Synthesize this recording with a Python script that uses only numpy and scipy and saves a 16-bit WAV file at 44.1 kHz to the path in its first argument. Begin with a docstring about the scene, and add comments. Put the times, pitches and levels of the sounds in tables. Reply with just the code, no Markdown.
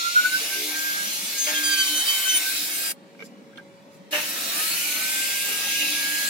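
"""In a workshop that drones behind it, a hand-held wood router whines up to speed and cuts a groove.
The cut drags its pitch down and lifts its overtones; its sound is cut off in an instant, a wooden block
is set down, then it runs up again. Sines at orders of the motor speed make the whine, shaped stereo noise
the air and the drone, sines the buzz, groans and whistles, shaken wood modes the block.
Two microphone ports a hand apart hear it."""
import sys
import numpy as np
from scipy import signal
from scipy.fft import rfft, irfft, next_fast_len
from scipy.io import wavfile
from scipy.ndimage import uniform_filter1d, map_coordinates

SR = 44100
rng = np.random.default_rng(int(sys.argv[2]) if len(sys.argv) > 2 else 0)


def int16_out(signal):
    """Quantize to a 16-bit WAV file."""
    q = np.round(np.clip(np.atleast_2d(signal).T, -1, 1) * 32767)
    wavfile.write(sys.argv[1], SR, q.astype(np.int16))


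N = 277389

# Motor switch-ons. Each row: time in seconds, full-speed pitch before any sag in Hz.
STARTS = [(-0.674, 1621), (4.085, 1647.5)]
# Pitch lost in the first run: a brief dip in the run-up, then the drag of the cut.
# Each row: time in seconds, pitch lost in Hz.
SAG_HZ = [(0, 0), (.09, 24), (.24, 6), (.33, 0), (1.45, 0), (1.6, 8), (1.7, 25), (1.85, 76), (1.99, 85),
          (2.11, 75), (2.27, 82), (2.385, 96), (2.51, 63), (2.72, 31), (2.88, 15), (2.92, 32)]
# First order in the standing waves, one list per run. Each row: time in seconds, level in dB.
WHINE_DB = [
    [(0, -35), (.08, -26), (.14, -40), (.165, -9.5), (.2, -18), (.225, -37), (.258, -15), (.305, -39),
     (.35, -21.5), (.4, -39), (.49, -51), (.535, -32.5), (.66, -49), (.72, -38.5), (.86, -30.5), (1.0, -32),
     (1.1, -39), (1.3, -66), (1.37, -38.5), (1.45, -47), (1.586, -29.5), (1.816, -33), (1.87, -41),
     (2.0, -42), (2.1, -54), (2.21, -42), (2.35, -43), (2.43, -47), (2.49, -36), (2.57, -52), (2.81, -44.5),
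     (2.92, -51)],
    [(4.45, -52), (4.62, -41), (4.734, -45.5), (4.97, -43.5), (5.13, -34.5), (5.39, -41.5), (5.5, -41),
     (5.63, -41), (5.76, -37), (5.93, -42), (6.02, -32), (6.29, -31.5)],
]
# First order between the ports as the router is moved. Each row: time in seconds, lead of the left in rad.
WHINE_LEAD_RAD = [(0, -2.4), (.13, -2.6), (.26, -5.5), (.35, -8.1), (.53, -12.3), (.72, -7.4), (.94, -9.4),
                  (1.24, -9.2), (1.59, -14.4), (2.02, -10.8), (2.29, -24.7), (2.57, -25), (2.92, -18),
                  (4.7, -16.5), (5.13, -20.9), (5.66, -18), (6.0, -20.2)]
# Orders 2 to 10 running free: level of each in dB.
FREE_DB = [-50, -50, -51, -58, -56, -55, -45, -62, -62]
# Cutter biting into the wood. Each row: time in seconds, half length in seconds,
# levels of orders 2, 3, 4 and 6 in dB.
BITES = [(1.414, 0.037, -51, -46, -26, -46), (1.48, 0.038, -36, -41, -32, -48),
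         (1.57, 0.026, -29, -57, -36, -56), (1.668, 0.034, -32, -27.5, -33, -33),
         (1.734, 0.027, -31, -22.5, -32, -50), (1.797, 0.026, -27, -31, -27, -50),
         (1.86, 0.038, -32.5, -39, -39, -47), (1.985, .05, -47, -52, -35.5, -40),
         (2.11, 0.043, -27.5, -29, -34, -35), (2.303, 0.046, -32, -48.5, -28.5, -36),
         (2.364, 0.023, -49, -43, -34, -24.5)]
# Narrow hiss, sinking in pitch in each run. Each row: time in seconds, centre in Hz, level in dB.
SINKING_HISS = [(0, 11600, -56), (.6, 11000, -45), (2.9, 10900, -47), (4.4, 15300, -58), (4.53, 14600, -40),
                (4.7, 13300, -39), (4.9, 11900, -40), (5.1, 11300, -45), (6.29, 11000, -45)]
# Noise of the router, one list per run. Each row: time in seconds,
# base levels of the low, middle and treble bands in dB.
AIR_DB = [
    [(0, -60.5, -36.5, -41), (.38, -52, -35, -34), (.7, -54.5, -37.5, -34.5), (1.0, -54, -37.5, -35),
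     (1.42, -57, -37.5, -34.5), (1.5, -50, -35, -32.5), (2.15, -50.5, -34.5, -29),
     (2.38, -48.5, -34.5, -30.5), (2.45, -51, -34, -30.5), (2.92, -52.5, -39.5, -30)],
    [(4.13, -50, -33, -33.5), (4.3, -50, -36, -33), (4.5, -48, -34.5, -31.5), (4.65, -49.5, -33, -29.5),
     (5.26, -51, -32.5, -30.5), (5.8, -52, -31.5, -31.5), (6.29, -51.5, -33, -33)],
]
# Noise spectra, low to high. Each row: frequency in Hz, relative density in dB per Hz.
RATTLE = [(190, -33.5), (330, -8), (371, -15), (555, -11), (927, -9.5), (1080, -10), (1900, -2),
          (2470, -30), (4180, -120)]
HOUSING = [(1500, -42.5), (1800, -24.5), (2100, -1.5), (2300, -1), (2550, 0.5), (2800, -0.5), (3050, -1.5),
           (3400, -29.5), (3900, -40)]
FAN = [(2600, -48), (3200, -2.5), (3700, 3), (4200, 2.5), (4700, -1), (5300, 0), (6000, -1), (6700, -1),
       (7500, -8), (9000, -28), (11000, -41)]
HISS = [(6000, -32.5), (7500, 0.5), (9000, -1.5), (11000, 1), (12500, -1.5), (14500, -4), (16500, -2)]
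# Jolts of current. Each row: time in seconds, nominal level in dB.
SURGES = [(1.463, -34), (4.123, -27), (4.58, -48)]
# Workshop drone. Each row: time in seconds, base level in dB.
DRONE_DB = [(0, -56.5), (.75, -51), (2.45, -55), (2.9, -54), (2.98, -50.5), (4.3, -49.5), (4.6, -51.5),
            (6.29, -51)]
# Spectrum of the drone. Each row: frequency in Hz, relative density in dB per Hz.
DRONE = [(18, -67), (30, -41), (111, -18.5), (188, -2), (301, -7.5), (326, -10), (413, -16.5), (566, -13),
         (680, -20.5), (955, -17.5), (1060, -22.5), (2040, -25), (3360, -29.5), (8640, -40), (15800, -49)]
# Tones in the drone. Each row: frequency in Hz, level against the drone noise in dB.
DRONE_TONES = [(449, -17), (556, -9), (937, -23), (1112, -28)]
# Low groans of the bench. Each row: time in seconds, frequency in Hz, level in dB, half length in seconds.
GROANS = [(0.424, 450, -42, 0.018), (0.608, 370, -45.5, 0.081), (0.626, 431.5, -44, 0.068),
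          (3.163, 449, -54, 0.017), (3.23, 449, -42, 0.01)]
# Mains buzz of windings. Each row: time in seconds, level of the fundamental in dB.
BUZZ_DB = [(0, -75), (.21, -83), (.33, -48), (.51, -64), (.66, -40), (.86, -52.5), (1.28, -54.5),
           (1.4, -64), (1.49, -46.5), (1.68, -40), (1.85, -51), (1.93, -40.5), (2.2, -69), (2.3, -54),
           (2.86, -55), (2.96, -69), (3.35, -52), (3.45, -68), (4.06, -75), (4.13, -42), (4.45, -54.5),
           (4.55, -65), (5.0, -53), (5.57, -64), (5.9, -43), (6.29, -56)]
# Taps of the block. Each row: time in seconds, base level in dB, frequency the blow favours in Hz.
TAPS = [(3.1482, -46, 1830), (3.1924, -36, 2290), (3.203, -31, 2250), (3.2116, -33, 2270),
        (3.223, -28, 2140), (3.5309, -46, 1130), (3.5577, -42, 2980), (3.5739, -33.5, 3550),
        (3.581, -33, 1430), (3.5963, -38, 1510)]
# Modes of the wood. Each row: frequency in Hz, level in dB, 60 dB decay time in seconds.
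WOOD_MODES = [(460, -4, .06), (1460, -8, .04), (1600, 0, 0.05), (2220, -3, 0.045), (2290, 1, 0.045),
              (2850, -2, 0.035), (3200, -3, .03), (3550, 0, .035), (4240, -8, .03), (6040, -8, .02)]
# Block sliding over dust. Each row: time in seconds, level in dB, half length in seconds.
SCUFFS = [(3.236, -59, 0.059), (3.258, -51.5, 0.016), (3.58, -60, 0.017), (3.95, -60, 0.042)]
# Spectrum of the slides. Each row: frequency in Hz, relative density in dB per Hz.
DUST = [(2500, -25), (5000, -1), (8000, -7), (11000, -8), (16500, -15)]
# Breathy whistles. Each row: time in seconds, frequency in Hz, level in dB, half length in seconds.
WHISTLES = [(4.66, 2290, -42, 0.088), (4.855, 2340, -39, .04), (5.797, 2860, -29, 0.035),
            (5.85, 2740, -30.5, 0.03), (5.873, 2550, -37, 0.065)]
# Noise at the ports. Each row: frequency in Hz, left-right correlation before the phase lead.
LIKENESS = [(60, .4), (140, 0.66), (300, 0.84), (600, 0.76), (900, 1), (1400, 0.092), (2200, 0.62),
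            (3000, 0.55), (3700, 0.18), (5000, 0.18), (9500, 0.11), (15000, 0.083)]
# Spacing of the ports. Each row: frequency in Hz, lead of the left port in rad.
PORT_LEAD_RAD = [(250, -.3), (520, 0), (860, 1.2), (1200, 2.4), (1720, 4.3), (2150, 5.4), (2600, 6.9),
                 (3100, 8.1), (3600, 6.4), (4300, 5.6), (5200, 4.8), (6400, 4.4), (7700, 7.3), (9500, 8.3),
                 (12500, 5.6), (15000, 6.5)]

SPIN_UP_S = 0.37  # time constant
CUT_OFF_S, BACK_S, SWELL_S = 2.917, 4.108, 0.036  # sound cut off, back, length of the swell
FULL_SAG_HZ, SHUDDER_DB, ROUGH_DB = 85, 4, 5  # pitch lost in a full cut; flutter of overtones, first order
WHINE_RIGHT_DB = 1.5  # first order louder at the right port
CUTTING_DB, OUT_S = -32, 2.39  # order 2 follows the sag until the cutter leaves the wood
RATTLE_DB, FAN_DB, HISS_DB = 10.5, 5.5, 3.5  # added to the base levels
FAN_AGAIN_DB = 3  # held differently in the second run, the fan stands out less
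FAN_SHARE = 0.95  # share of the middle band in the fan's base level; the rest is treble
SURGE_RISE_S, SURGE_FALL_S, SURGE_RATTLE_DB, SURGE_HOUSING_DB = 0.021, 0.032, 1.5, 3
BUZZ_HZ = 300.3
SECOND_DB, SECOND_SAGGED_DB = -59, -25  # second harmonic of the buzz, and its change at full sag
TOP_HZ = 15850


def amp(db):
    """Amplitude for a level in dB."""
    return 10 ** (np.asarray(db) / 20)


def unit(x):
    """x scaled to rms 1."""
    return x / np.sqrt(np.mean(x ** 2) + 1e-20)


def along(points, hz):
    """(Hz, value) points read on a log axis."""
    f, v = np.transpose(points)
    return np.interp(np.log(hz + 1), np.log(f + 1), v)


def clock():
    """Time of each sample in seconds."""
    return np.arange(N) / SR


def curves(*tables):
    """One value per sample for each column after the time."""
    s, *cols = np.vstack(tables).T
    return [np.interp(clock(), s, c) for c in cols]


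def bump(s, half_s):
    """Gaussian swell, down to 1/e at half_s from its centre."""
    return np.exp(-((clock() - s) / half_s) ** 2)


def wobble(rate_hz, channels=1):
    """Smooth random curves, rate_hz knots a second."""
    knots = int(N * rate_hz / SR) + 4
    return np.array([map_coordinates(rng.standard_normal(knots), [clock() * rate_hz])
                     for _ in range(channels)])


def filtered(x, response):
    """x times a complex response of frequency."""
    m = next_fast_len(N + SR // 2)
    return irfft(rfft(x, m) * response(np.fft.rfftfreq(m, 1 / SR)), m)[..., :N]


def ports(hz):
    """Half the phase lead between the ports on each side."""
    return np.exp(0.5j * along(PORT_LEAD_RAD, hz) * np.array([[1], [-1]]))


def rush(spectrum, patchy_db, streaky_db=3):
    """Stereo noise of rms 1 with broad patches and long narrow streaks (standing waves) of random gain."""
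    z = signal.stft(rng.standard_normal((2, N)), nperseg=1024)[2]

    def field(bins, frames):
        grain = uniform_filter1d(rng.standard_normal(z.shape[1:]), bins, 0)
        return unit(uniform_filter1d(grain, frames, 1))

    def mid_side(hz):
        turn = np.arccos(np.clip(along(LIKENESS, hz), -1, 1)) / 2
        return amp(along(spectrum, hz)) * [np.cos(turn), np.sin(turn)]

    gain = amp(patchy_db * field(10, 5) + streaky_db * field(2, 30))
    pair = signal.istft(z * gain, nperseg=1024)[1][:, :N]
    mid, side = filtered(pair, mid_side)
    return unit(filtered(np.array([mid + side, mid - side]), ports))


def tone(turns, db, flutter_db, drift_rad):
    """A sine of nominal rms db; standing waves make level and phase waver at each port."""
    level = np.sqrt(2) * amp(db + flutter_db * wobble(21.96, channels=2))
    return level * np.sin(2 * np.pi * turns + drift_rad * wobble(7.6, channels=2))


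def sag():
    """Pitch in Hz lost in the first run; the second loses none."""
    return curves(SAG_HZ)[0] * (clock() < BACK_S)


def speed():
    """Motor pitch in Hz: it nears full speed exponentially after each switch-on, less the sag."""
    (on, full), (again, full_again) = STARTS
    up = lambda s: 1 - np.exp(-(clock() - s) / SPIN_UP_S)
    return np.where(clock() < again, full * up(on), full_again * up(again)) - sag()


def running():
    """1 while the router sounds: its sound is cut off within milliseconds and comes back in a short swell."""
    after = np.clip(clock() - CUT_OFF_S, 0, 1)
    off = amp(-60 * after / 0.025) + amp(-10 - 60 * after / 0.083)
    back = np.clip((clock() - BACK_S) / SWELL_S, 0, 1) ** 0.67
    return np.minimum(off, 1) + back


def first_order(turns, sagged):
    """The motor's fundamental, fading in the standing waves and rougher as the pitch sags."""
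    fading_db = (1 + 2.5 * sagged) * wobble(9, channels=2)
    fading_db = fading_db + ROUGH_DB * sagged * wobble(45, channels=2) + [[0], [WHINE_RIGHT_DB]]
    lead_turns = curves(WHINE_LEAD_RAD)[0] / (4 * np.pi) * np.array([[1], [-1]])
    return tone(turns + lead_turns, curves(*WHINE_DB)[0] + fading_db, flutter_db=2.3, drift_rad=0.1)


def overtones(turns, sagged, cut2, cut3, cut4, cut6):
    """Orders 2 to 10: a free level plus the cutter's bites, shuddering as the pitch sags."""
    held = amp(CUTTING_DB) * np.clip(sagged, 0, 1) ** 2 * (clock() < OUT_S)
    bite = [cut2 + held, cut3, cut4, cut4 * amp(-10.5), cut6,
            cut2 * amp(-20), cut2 * amp(-19.5), cut4 * amp(-16.5), cut6 * amp(-10)]
    free = [amp(db + 4.1 * wobble(7)[0]) for db in FREE_DB]
    # torque ripple puts a side tone beside order 2
    total = (free[0] + cut2) * tone(2 * turns + BUZZ_HZ * clock(), -18.5, flutter_db=1, drift_rad=0.4)
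    free[6] = free[6] * (1 + amp(5) * bump(4.68, 0.07))  # the brushes sing out in the second run-up
    for k in range(9):
        shudder = amp(SHUDDER_DB * sagged * wobble(40))
        order = tone((k + 2) * turns, 0, flutter_db=2.5, drift_rad=0.3)
        total = total + (free[k] + bite[k]) * shudder * order
    return total


def sinking_hiss():
    """Fast pitch scatter blurs a sinking tone to a narrow band."""
    hz, db = curves(SINKING_HISS)
    turns = np.cumsum(hz + 170 * wobble(250)[0]) / SR
    return tone(turns, db, flutter_db=1.5, drift_rad=0.3)


def whine():
    """Orders of the motor speed; the cutter adds strong overtones while it bites."""
    hz = speed()
    turns = np.cumsum(hz) / SR
    sagged = sag() / FULL_SAG_HZ
    cuts = sum(amp(np.array(dbs))[:, None] * np.exp(-((clock() - s) / half_s) ** 4)
               for s, half_s, *dbs in BITES)
    chatter = (amp(-60) + cuts[0] * amp(-21)) * tone(turns * 3 / 4, 0, flutter_db=2.5, drift_rad=0.4)
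    mains = BUZZ_HZ * clock()  # torque ripple puts side tones beside the first order
    beside = (tone(turns - mains, -62.5, flutter_db=6, drift_rad=0.29)
              + tone(turns + mains, -55, flutter_db=4, drift_rad=0.52)
              + tone(turns + 2 * mains, -51, flutter_db=6, drift_rad=0.21))
    spun_up = np.clip((hz - 900) / 350, 0, 1)  # the lines emerge as the motor nears its speed
    lines = spun_up * (overtones(turns, sagged, *cuts) + chatter + beside)
    return spun_up * first_order(turns, sagged) + filtered(lines + sinking_hiss(), ports)


def surge():
    """Amplitude of the current jolts: quick rise, slower fall."""
    total = 0
    for s, db in SURGES:
        t = np.clip(clock() - s, 0, None)
        total = total + amp(db) * 2 * (1 - np.exp(-t / SURGE_RISE_S)) * np.exp(-t / SURGE_FALL_S)
    return total


def airflow():
    """Cooling air, brushes and chips: noise in the housing's resonance, under and above it."""
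    low_db, middle_db, treble_db = curves(*AIR_DB)
    fan_db = FAN_SHARE * middle_db + (1 - FAN_SHARE) * treble_db
    fan_db = fan_db + np.where(clock() < BACK_S, FAN_DB, FAN_AGAIN_DB)
    jolt = surge()
    gust = lambda db: amp(db * wobble(12)[0])
    rattle = amp(low_db + RATTLE_DB) * gust(1.4) + amp(SURGE_RATTLE_DB) * jolt
    housing = amp(middle_db) * gust(1) + amp(SURGE_HOUSING_DB) * jolt
    fan = amp(fan_db) * gust(0.27)
    hiss = amp(treble_db + HISS_DB) * gust(0.27)
    return (rattle * rush(RATTLE, patchy_db=1.5)
            + housing * rush(HOUSING, patchy_db=1, streaky_db=2.5)
            + fan * rush(FAN, patchy_db=1.5)
            + hiss * rush(HISS, patchy_db=2.34, streaky_db=3.5))


def buzz():
    """A surge of current sharpens the buzz, so its upper harmonics follow the second."""
    turns = BUZZ_HZ * clock()
    second_db = SECOND_DB + SECOND_SAGGED_DB * sag() / FULL_SAG_HZ + wobble(4)[0]
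    sharpness = running() * (amp(second_db) + surge())
    fundamental = tone(turns, curves(BUZZ_DB)[0], flutter_db=3, drift_rad=0.17)
    second = tone(2 * turns, 0, flutter_db=0, drift_rad=0.27)
    upper = sum(tone(k * turns, -11 - 0.71 * k, flutter_db=5, drift_rad=0.65) for k in range(3, 10))
    return fundamental + sharpness * (second + upper)


def workshop():
    """Distant machines drone as noise and steady tones; the bench groans now and then."""
    tones = sum(tone(hz * clock(), db, flutter_db=1, drift_rad=0.45) for hz, db in DRONE_TONES)
    groans = sum(bump(s, half_s) * tone(hz * clock(), db, flutter_db=1.5, drift_rad=0.3)
                 for s, hz, db, half_s in GROANS)
    return amp(curves(DRONE_DB)[0] + 2.5) * (rush(DRONE, patchy_db=1) + tones) + groans


def block():
    """Each tap shakes the wooden block for a moment and favours the modes near one pitch; slides hiss."""
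    taps = np.zeros((2, N + SR))
    t = np.arange(SR // 4) / SR
    for s, db, near_hz in TAPS:
        ring = 0
        for hz, level_db, t60_s in WOOD_MODES:
            off_pitch_db = 22 * abs(np.log2(hz / near_hz))
            ring = ring + amp(level_db - off_pitch_db - 60 * t / t60_s) * np.sin(2 * np.pi * hz * t)
        shake = amp(-60 * t / 0.028) * rng.standard_normal((2, len(t)))
        knock = signal.fftconvolve(shake, ring[None], axes=1)[:, :len(t)]
        start = round(s * SR)
        taps[:, start:start + len(t)] += amp(db + 1) * (knock / np.abs(knock).max() + 0.054 * shake)
    slides = sum(amp(db) * bump(s, half_s) for s, db, half_s in SCUFFS)
    return taps[:, :N] + slides * rush(DUST, patchy_db=4, streaky_db=0)


def whistles():
    """Short whistles sound for a moment; near 5.8 s the bit squeals against the wood. Fast pitch scatter makes
    them breathy."""
    notes = 0
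    for s, hz, db, half_s in WHISTLES:
        turns = np.cumsum(hz + 50 * wobble(150)[0]) / SR
        notes = notes + bump(s, half_s) * tone(turns, db, flutter_db=4, drift_rad=0.3)
    return filtered(notes, ports)


def scene():
    """Whine and airflow are gated by running(); the other layers are added to them."""
    router = running() * (whine() + airflow())
    return router + buzz() + workshop() + block() + whistles()


def record(dry):
    """The microphones lose the deep bass; nothing is kept above the band limit."""
    bass_cut = filtered(dry, lambda hz: (1j * hz / (100 + 1j * hz)) ** 2)
    return filtered(bass_cut, lambda hz: 1 / (1 + (hz / TOP_HZ) ** 300))


dry = scene()
out = record(dry)
int16_out(out)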